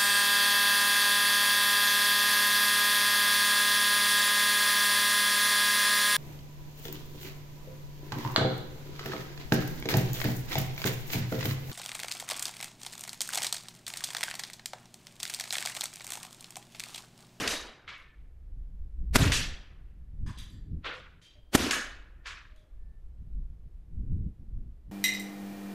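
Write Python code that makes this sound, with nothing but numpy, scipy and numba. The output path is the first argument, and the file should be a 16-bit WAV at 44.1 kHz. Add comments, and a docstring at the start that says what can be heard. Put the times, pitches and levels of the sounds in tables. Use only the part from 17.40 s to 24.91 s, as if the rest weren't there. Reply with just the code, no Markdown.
"""Long open barn, microphone close beside a gas pistol: each near shot's pellet cracks on steel a moment later.
Further off, other pistols pop and plates ring faintly. Blasts and pops are shaped noise, plates are sets
of blurred modes, and the barn answers with decaying noise tails.
Draughts buffet the microphone as lumpy low noise; its gain control ducks on every near shot."""
import sys
import numpy as np
from scipy import signal
from scipy.fft import rfft, irfft, next_fast_len
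from scipy.io import wavfile
from scipy.ndimage import uniform_filter1d, map_coordinates
from numba import njit

SR = 44100
rng = np.random.default_rng(int(sys.argv[2]) if len(sys.argv) > 2 else 0)


def bounce(signal):
    """Save signal as a 16-bit WAV file at the path given by the first command-line argument."""
    frames = np.transpose(np.atleast_2d(signal))
    limited = np.clip(frames, -1, 1)
    pcm = np.round(limited * 32767).astype(np.int16)
    wavfile.write(sys.argv[1], SR, pcm)


def boost(x):
    """Linear amplitude factor 10**(x/20) for a level x in decibels (scalar or array-like)."""
    u = np.asarray(x, float) / 20
    return 10 ** u


N = 331323

# Near shots: t/s, blast level/dB (ahead of a gain of 1.62), thump/dB, frame/dB, slide/dB, muzzle snap/dB
NEAR_SHOTS = [(1.7581, -16.5, 0, -13, -9.5, -5), (4.1504, -17, -3, -10, -6.5, 3.5)]
# A shot fired before the start, leaving its echo: t/s, blast level/dB
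EARLIER_SHOT = (-0.069, -13.5)
# Spectrum of the near gas blast: f/Hz, level/dB per Hz
BLAST = [(50, -25), (100, -14), (280, -5), (420, -8), (900, -14), (1600, -12), (4200, -15.5), (8000, -19.5),
         (11000, -21.5), (14400, -28), (14900, -60)]
# Low end of a near shot rolling in the barn: f/Hz, level/dB per Hz
BOOM = [(30, -16), (80, 4), (160, -5.5), (300, -13), (700, -26.5), (1200, -59.5)]
BOOM_DB = -18.5  # against the blast

# Pellets on steel: t/s, crack level/dB, echo level/dB, ring level/dB, brightness/dB per octave, plate number
STRIKES = [(0.0755, -13, -36, -33.5, 6, 0), (0.578, -65, -84, -88, 16, 2), (1.919, -16, -31, -30, 2.5, 1),
           (2.862, -68, -60.5, -44.5, 1.5, 5), (2.974, -43, -61.5, -47.5, -7, 2),
           (2.985, -44, -64.5, -56.5, 12.5, 2), (3.1, -62, -79, -65.5, 18, 6),
           (3.528, -72, -61.5, -78, -2, 2), (3.815, -59, -65, -61.5, 1, 3),
           (4.309, -16.5, -37.5, -29, 4.5, 4), (5.16, -62.5, -84.5, -72, 11, 2)]
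# Modes of each plate: f/Hz, level/dB, t60/s
PLATES = [
    [(1810, -6, 0.058), (2970, -9, .048), (3820, -3, 0.11), (4860, -2, 0.05), (5980, -4, 0.06),
     (7400, -13.5, .03), (8400, -9, .02), (10500, -6, .03)],
    [(1780, -7, 0.11), (2720, -3, 0.03), (3300, -4, 0.06), (3720, -8, 0.017), (4700, -2, 0.05),
     (5800, -4, 0.06), (6020, -7, .04), (7900, -9, 0.04), (10400, -12, .02)],
    [(1800, -16, .05), (3330, -1, 0.045), (4770, -9, 0.06), (3560, 1, 0.04), (3780, -1, 0.03),
     (5814, -11, .035), (6440, -9, 0.043), (8000, -22, 0.095), (9600, -15, 0.07)],
    [(2350, -17.5, .3), (3190, -3.5, 0.5), (3620, -9, 0.17), (3900, -9.5, .12), (4700, -14, .4),
     (10500, -22, .12), (6600, -21, 0.33)],
    [(1450, -2, 0.035), (1620, 0, 0.045), (1780, -11, 0.22), (2560, -2, 0.03), (2760, 1, 0.025),
     (2920, -4, 0.045), (3770, -6.5, 0.014), (5410, -17.5, 0.014), (6520, -9, 0.07), (6980, -11, 0.04),
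     (8960, -11, 0.035), (9400, -12, 0.031)],
    [(1046, -2.5, 0.036), (1770, -5, 0.045), (3400, -8, 0.03), (4900, -11, 0.029), (6200, -13, .025),
     (8400, -11, .02)],
    [(1780, -10, 0.23), (4156, -17, 0.13), (4670, -4, 0.11), (5874, -13, .09), (7484, 0, 0.05),
     (10300, -13, .025), (11500, -17.5, 0.05)],
]
# How much each loose plate blurs its modes: random phase step/radians a sample
RATTLE = [.11, .13, .14, .09, .15, .13, .12]
# Spectrum of pellet on steel, also used for the slide: f/Hz, level/dB per Hz
CRACK = [(500, -30), (1300, -7), (1750, 0.5), (3000, 3.5), (5000, -1.5), (7000, -4), (10000, -11.5),
         (12500, -19), (14500, -27), (14900, -70.5)]
RING_SWELL_S = 0.002  # time constant of a plate ringing up

# Far pistols: t/s, pop level/dB, low end/dB, high end/dB, barrel f/Hz, barrel boost/dB, echo over pop/dB
FAR_POPS = [(0.4783, -40, -17, -3.5, 2208, 7.5, -7), (3.4445, -36, -7, -9.5, 1440, 6, -3),
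            (4.858, -36.5, -18, 5.5, 1670, 4.5, -8)]
# Spectrum of a far pop: f/Hz, level/dB per Hz
POP = [(150, -43), (300, 1.5), (560, 1), (870, -7.5), (1100, -3.5), (2400, -2), (3500, -5.5), (7000, -20),
       (10000, -33), (14000, -47.5)]
POP_T60_S = .06

# Faint steady rings: t/s, length/s, f/Hz, level/dB
RINGS = [(0.678, 0.074, 1770, -64), (3.47, 0.13, 499, -52), (3.953, 0.047, 609, -65.5),
         (4.805, 0.037, 1815, -71), (5.099, 0.18, 625, -70), (5.388, .22, 1774, -79.5)]

# Draught at the microphone: t/s, deep buffet level/dB, flutter over the buffet/dB
WIND = [(0, -43, -22), (0.403, -67.5, 0), (0.859, -48, -13.5), (.97, -44, -17), (1.301, -41.5, -13),
        (1.5, -34, -24.5), (1.7, -31, -8), (1.819, -23.5, 0.5), (1.971, -27, -5), (2.24, -50, -11),
        (2.681, -45, -10.5), (2.861, -33, -3.5), (2.96, -44.5, -8), (3.22, -43.5, -3.5), (3.36, -39.5, 3),
        (3.44, -52, -2.5), (3.7, -59, -3.5), (4.451, -52.5, -18), (4.639, -47, -14.5), (5.25, -54, -11.5),
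        (5.378, -40, -24.5), (5.631, -45.5, -18), (5.982, -33, -13.5), (6.17, -44.5, -14.5),
        (6.5, -46.5, -11.5), (6.6, -34, -6), (6.869, -31.5, -2), (6.959, -57, 1), (7.131, -33, -13.5),
        (7.3, -43, -2.5), (7.39, -51, -14), (7.51, -38, -10)]
# Spectrum of the deep buffet: f/Hz, level/dB per Hz
DEEP = [(15, -4), (28, 1), (60, -3), (110, -33), (200, -45.5)]
# Spectrum of the flutter: f/Hz, level/dB per Hz
FLUTTER = [(40, -19), (80, 3), (160, -4), (300, -18.5), (500, -35)]
EDDY_DB, EDDIES_PER_S, FLUTTERS_PER_S = 3, 14, 22  # depth and pace of the random lumps

# Spectrum of the outdoor murmur and hiss: f/Hz, level/dB per Hz
AIR = [(150, -25), (300, 0), (600, -9), (1000, -16), (2000, -20), (4000, -26), (6000, -30), (14000, -32),
       (15500, -40)]
AIR_DB = -73.5

# Decay of the barn: f/Hz, t60/s
BARN_DECAY = [(150, 0.4), (500, 0.54), (1500, 0.56), (4000, 0.49), (8000, 0.35), (11000, 0.3), (15000, 0.3)]
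# The far end of the barn answers weaker and duller: f/Hz, level/dB
FAR_END = [(300, -22), (1200, -19), (2500, -23), (5000, -40)]
FAR_END_LONGER = 2.1  # times the barn's t60
PATCHY_DB = 2.2  # posts, bales and sheets return uneven patches of echo

# Stereo width: f/Hz, gain of the side signal/dB
WIDTH = [(60, -45), (250, -33), (1000, -25), (2200, -12), (4000, -19), (8000, -16), (10800, -13),
         (12300, 1)]
# The top treble leans left: f/Hz, share of mid put into side
LEAN = [(11000, 0), (12500, .5)]
TOP_HZ = 15600
DUCKED_DB = -10  # the earlier shot has already pushed the gain down


def near_pistol():
    """Noise swells for a few hundredths of a second, gas cracks from the muzzle, then the slide slams back."""
    out, lead = np.zeros((2, N)), .05
    t = np.arange(round(.15 * SR)) / SR - lead
    after = np.maximum(t, 0)
    slam = np.maximum(t - .004, 0)  # the slide arrives 4 ms after the gas
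    swell = boost(-6.5 + 60 * t / .05) * (t < 0) * np.clip((t + .045) / .025, 0, 1) ** 2
    gush = (t >= 0) / (1 + (after / .01) ** 6)  # lasts about a hundredth of a second
    u = after / 0.0006
    pulse = (t >= 0) * (1 - u) * np.exp(-u)  # pressure jump, then suction
    slide_shape = boost(-60 * slam / 0.022) * (1 - np.exp(-slam / 0.0025)) / (1 + (slam / 0.024) ** 4)
    for s, db, thump_db, frame_db, slide_db, snap_db in [*NEAR_SHOTS, (*EARLIER_SHOT, -120, -120, -120, -120)]:
        muzzle = filtered(boost(snap_db) * pulse, lambda hz: 1 / (1 + 1j * hz / 3000.0))
        blast = 1.62 * boost(db) * (swell + gush) * noise(len(t), BLAST, tilt_db=-0.5) + muzzle
        thump = -boost(thump_db - 60 * slam / 0.01) * np.sin(2 * np.pi * 108 * slam)
        slide = boost(slide_db) * slide_shape * noise(len(t), CRACK, tilt_db=7.0)
        frame = boost(frame_db - 60 * after / 0.047) * np.sin(2 * np.pi * 280 * after)
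        add(out, s - lead, np.array([blast + thump + slide, .4 * slide]))
        add(out, s - lead, in_barn(frame, wet_db=-1.5, build=0.0081))
        add(out, s, answer(db - 11.0, lambda hz: along(BLAST, hz), build=0.055))
        add(out, s, answer(db + BOOM_DB, lambda hz: along(BOOM, hz), build=.01))
    return out


def targets():
    """A rough crack down the barn, its echo, and the loose plate's modes heard mostly through the echoes."""
    out, t = np.zeros((2, N)), np.arange(SR // 2) / SR
    for s, db, echo_db, ring_db, tilt_db, plate in STRIKES:
        hz, level, t60 = np.transpose(PLATES[plate])[:, :, None]
        drift = RATTLE[plate] * np.cumsum(rng.standard_normal((len(hz), len(t))), axis=1)
        modes = boost(level - 60 * t / t60) * np.sin(2 * np.pi * hz * t + drift)
        ring = boost(ring_db) * modes.sum(axis=0) * (1 - np.exp(-t / RING_SWELL_S))
        crack_shape = boost(db - 60 * t / .03) * (1 - np.exp(-t / 0.001))
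        crack = crack_shape * noise(len(t), CRACK, tilt_db - 6)
        add(out, s, np.array([crack, .1 * crack]))
        colour_db = lambda f: along(CRACK, f) + tilt_db * np.log2((f + 50) / 3000)
        add(out, s, answer(echo_db, colour_db, build=.014))
        add(out, s, in_barn(ring, wet_db=10.0, build=0.0051))
    return out


def far_pistols():
    """A short swell of noise, a dull pop coloured by the barrel and its copy off the near wall, then echo."""
    out, lead = np.zeros((2, N)), .03
    t = np.arange(round(.09 * SR)) / SR - lead
    rise = boost(-12.0 + 60 * t / 0.04)
    fall = boost(-60 * t / POP_T60_S) * (1 - .4 * np.exp(-np.abs(t) / .001))  # starts 40 % down for about 1 ms
    shape = np.where(t < 0, rise, fall)
    for s, db, low_db, high_db, barrel_hz, barrel_db, echo_db in FAR_POPS:
        shift = [(600, low_db), (1100, 0.007), (4000, 0.0057), (7000, high_db)]
        colour_db = lambda hz: along(shift, hz) + barrel_db / (1 + ((hz - barrel_hz) / 100) ** 2)
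        pop = filtered(noise(len(t), POP), lambda hz: boost(colour_db(hz))) * boost(db) * shape
        direct = filtered(pop, lambda hz: 1 / (1 + (hz / 6000) ** 4))
        add(out, s - lead, np.array([direct, 0.085 * direct]))
        add(out, s - lead + .012, .8 * np.array([pop, -.1 * pop]))  # off the near wall
        add(out, s, answer(db + echo_db, lambda hz: along(POP, hz) + colour_db(hz), build=.012))
    return out


def faint_rings():
    """Faint narrow tones that come and go, their phase wandering at random."""
    out = np.zeros((2, N))
    for s, length, hz, db in RINGS:
        t = np.arange(round(length * SR)) / SR
        waver = .045 * np.cumsum(rng.standard_normal(len(t)))
        tone = boost(db) * np.sin(np.pi * t / length) ** 0.12 * np.sin(2 * np.pi * hz * t + waver)
        add(out, s, in_barn(tone, wet_db=-15, build=.01))
    return out


def wind():
    """Eddies at the microphone: lumpy deep pressure, a faster flutter riding on it, nothing in the treble."""
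    s, *levels = np.transpose(WIND)
    deep_db, over_db = [np.interp(np.arange(N) / SR, s, c) for c in levels]
    silent = [(1500, -140)]
    deep = unit(noise(N, DEEP + silent) * boost(EDDY_DB * wobble(EDDIES_PER_S)))
    flutter = unit(noise(N, FLUTTER + silent) * boost(EDDY_DB * wobble(FLUTTERS_PER_S)))
    return boost(deep_db) * (deep + boost(over_db) * flutter)


def air():
    """Steady outdoor murmur and hiss: noise that falls away towards the treble."""
    return boost(AIR_DB) * noise(N, AIR)


def side_hiss():
    """Very faint treble hiss, to be laid in opposite phase on left and right."""
    return boost(-99.0) * noise(N, [(9000, -30.5), (12000, -5.0)])


def echo(build):
    """A fresh (mid, side) noise tail of the barn, mid energy 1, building up with time constant build/s."""
    hz, t, z = signal.stft(rng.standard_normal((2, SR)), SR, nperseg=256)
    fall_db = -60 * t / along(BARN_DECAY, hz)[:, None]
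    far_end_db = along(FAR_END, hz)[:, None] + fall_db / FAR_END_LONGER
    rough = rng.standard_normal(z.shape[1:])
    patches = unit(uniform_filter1d(uniform_filter1d(rough, size=8, axis=0), size=4, axis=1))
    z = z * boost(PATCHY_DB * patches) * np.hypot(boost(fall_db), boost(far_end_db))
    tail = signal.istft(z, SR, nperseg=256)[1][:, :SR]
    tail = tail * (1 - np.exp(-np.arange(SR) / SR / build))
    return tail / np.linalg.norm(tail[0])


def answer(db, colour_db, build):
    """The barn's answer to a click of some colour; db is its rms level over the first tenth of a second."""
    tail = filtered(echo(build), lambda hz: boost(colour_db(hz)))
    return boost(db) * tail / np.sqrt(np.mean(tail[0, :SR // 10] ** 2))


def in_barn(direct, wet_db, build):
    """A tone straight to the microphone and, by convolution, its echoes."""
    wet = signal.fftconvolve(direct[None], boost(wet_db) * echo(build), axes=1)
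    return wet + np.pad([direct, direct * 0], ((0, 0), (0, SR - 1)))


def unit(x):
    """Scaled to rms 1."""
    return x / np.sqrt(np.mean(x ** 2) + 1e-20)


def along(points, hz):
    """(f/Hz, value) points read off on a log axis."""
    f, v = np.transpose(points)
    return np.interp(np.log(hz + 1), np.log(f + 1), v)


def filtered(x, response):
    """x times a response of frequency."""
    m = next_fast_len(x.shape[-1] + 8192)
    return irfft(rfft(x, m) * response(np.fft.rfftfreq(m, 1 / SR)), m)[..., :x.shape[-1]]


def noise(count, spectrum, tilt_db=0):
    """Noise of rms 1 with a spectrum, tilted about 3 kHz by tilt_db per octave."""
    response = lambda hz: boost(along(spectrum, hz) + tilt_db * np.log2((hz + 50) / 3000))
    return unit(filtered(rng.standard_normal(count), response))


def wobble(rate):
    """A smooth random curve, rate knots a second."""
    knots = rng.standard_normal(int(N * rate / SR) + 4)
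    return map_coordinates(knots, [np.arange(N) * rate / SR])


def add(track, s, sound):
    """Mixes a (mid, side) sound in from time s."""
    at = np.arange(sound.shape[1]) + round(s * SR)
    inside = (at >= 0) & (at < N)
    track[:, at[inside]] += sound[:, inside]


def scene():
    """Everything is near the middle; the echoes spread a little in the treble."""
    mid, side = near_pistol() + far_pistols() + targets() + faint_rings()
    spread = filtered(side, lambda hz: boost(along(WIDTH, hz)))
    leaning = filtered(mid, lambda hz: along(LEAN, hz))
    side = spread + leaning + side_hiss()
    mid = mid + wind() + air()
    return np.array([mid + side, mid - side])


@njit
def recovering(need_db, start_db, fall_db, climb_db):
    """Gain follows the need downwards quickly and climbs back at a slow steady rate (dB a sample)."""
    gain_db = np.full_like(need_db, start_db)
    for i in range(1, len(need_db)):
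        gain_db[i] = max(min(need_db[i], gain_db[i - 1] + climb_db), gain_db[i - 1] - fall_db)
    return gain_db


def low_pass(x):
    """Removes everything above the highest recorded frequency."""
    return signal.sosfilt(signal.butter(12, 15720, fs=SR, output="sos"), x)


def record(dry):
    """Gain control ducks a moment after loud sound and lets go slowly; peaks round off; the top is cut."""
    power = uniform_filter1d((dry ** 2).mean(axis=0), size=441, origin=220)  # over the past 10 ms
    level_db = 10 * np.log10(np.abs(power) + 1e-12)
    need_db = -.8 * np.maximum(level_db + 18.5, 0)
    gain_db = recovering(need_db, DUCKED_DB, 1200 / SR, 75 / SR)  # 1200 dB/s down, 75 dB/s up
    held = dry * boost(gain_db)
    rounded = held / (1 + np.abs(held / .56) ** 4) ** (1 / 4)
    mix = filtered(rounded, lambda hz: hz < TOP_HZ)
    return low_pass(mix)


dry = scene()
out = record(dry)
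bounce(out)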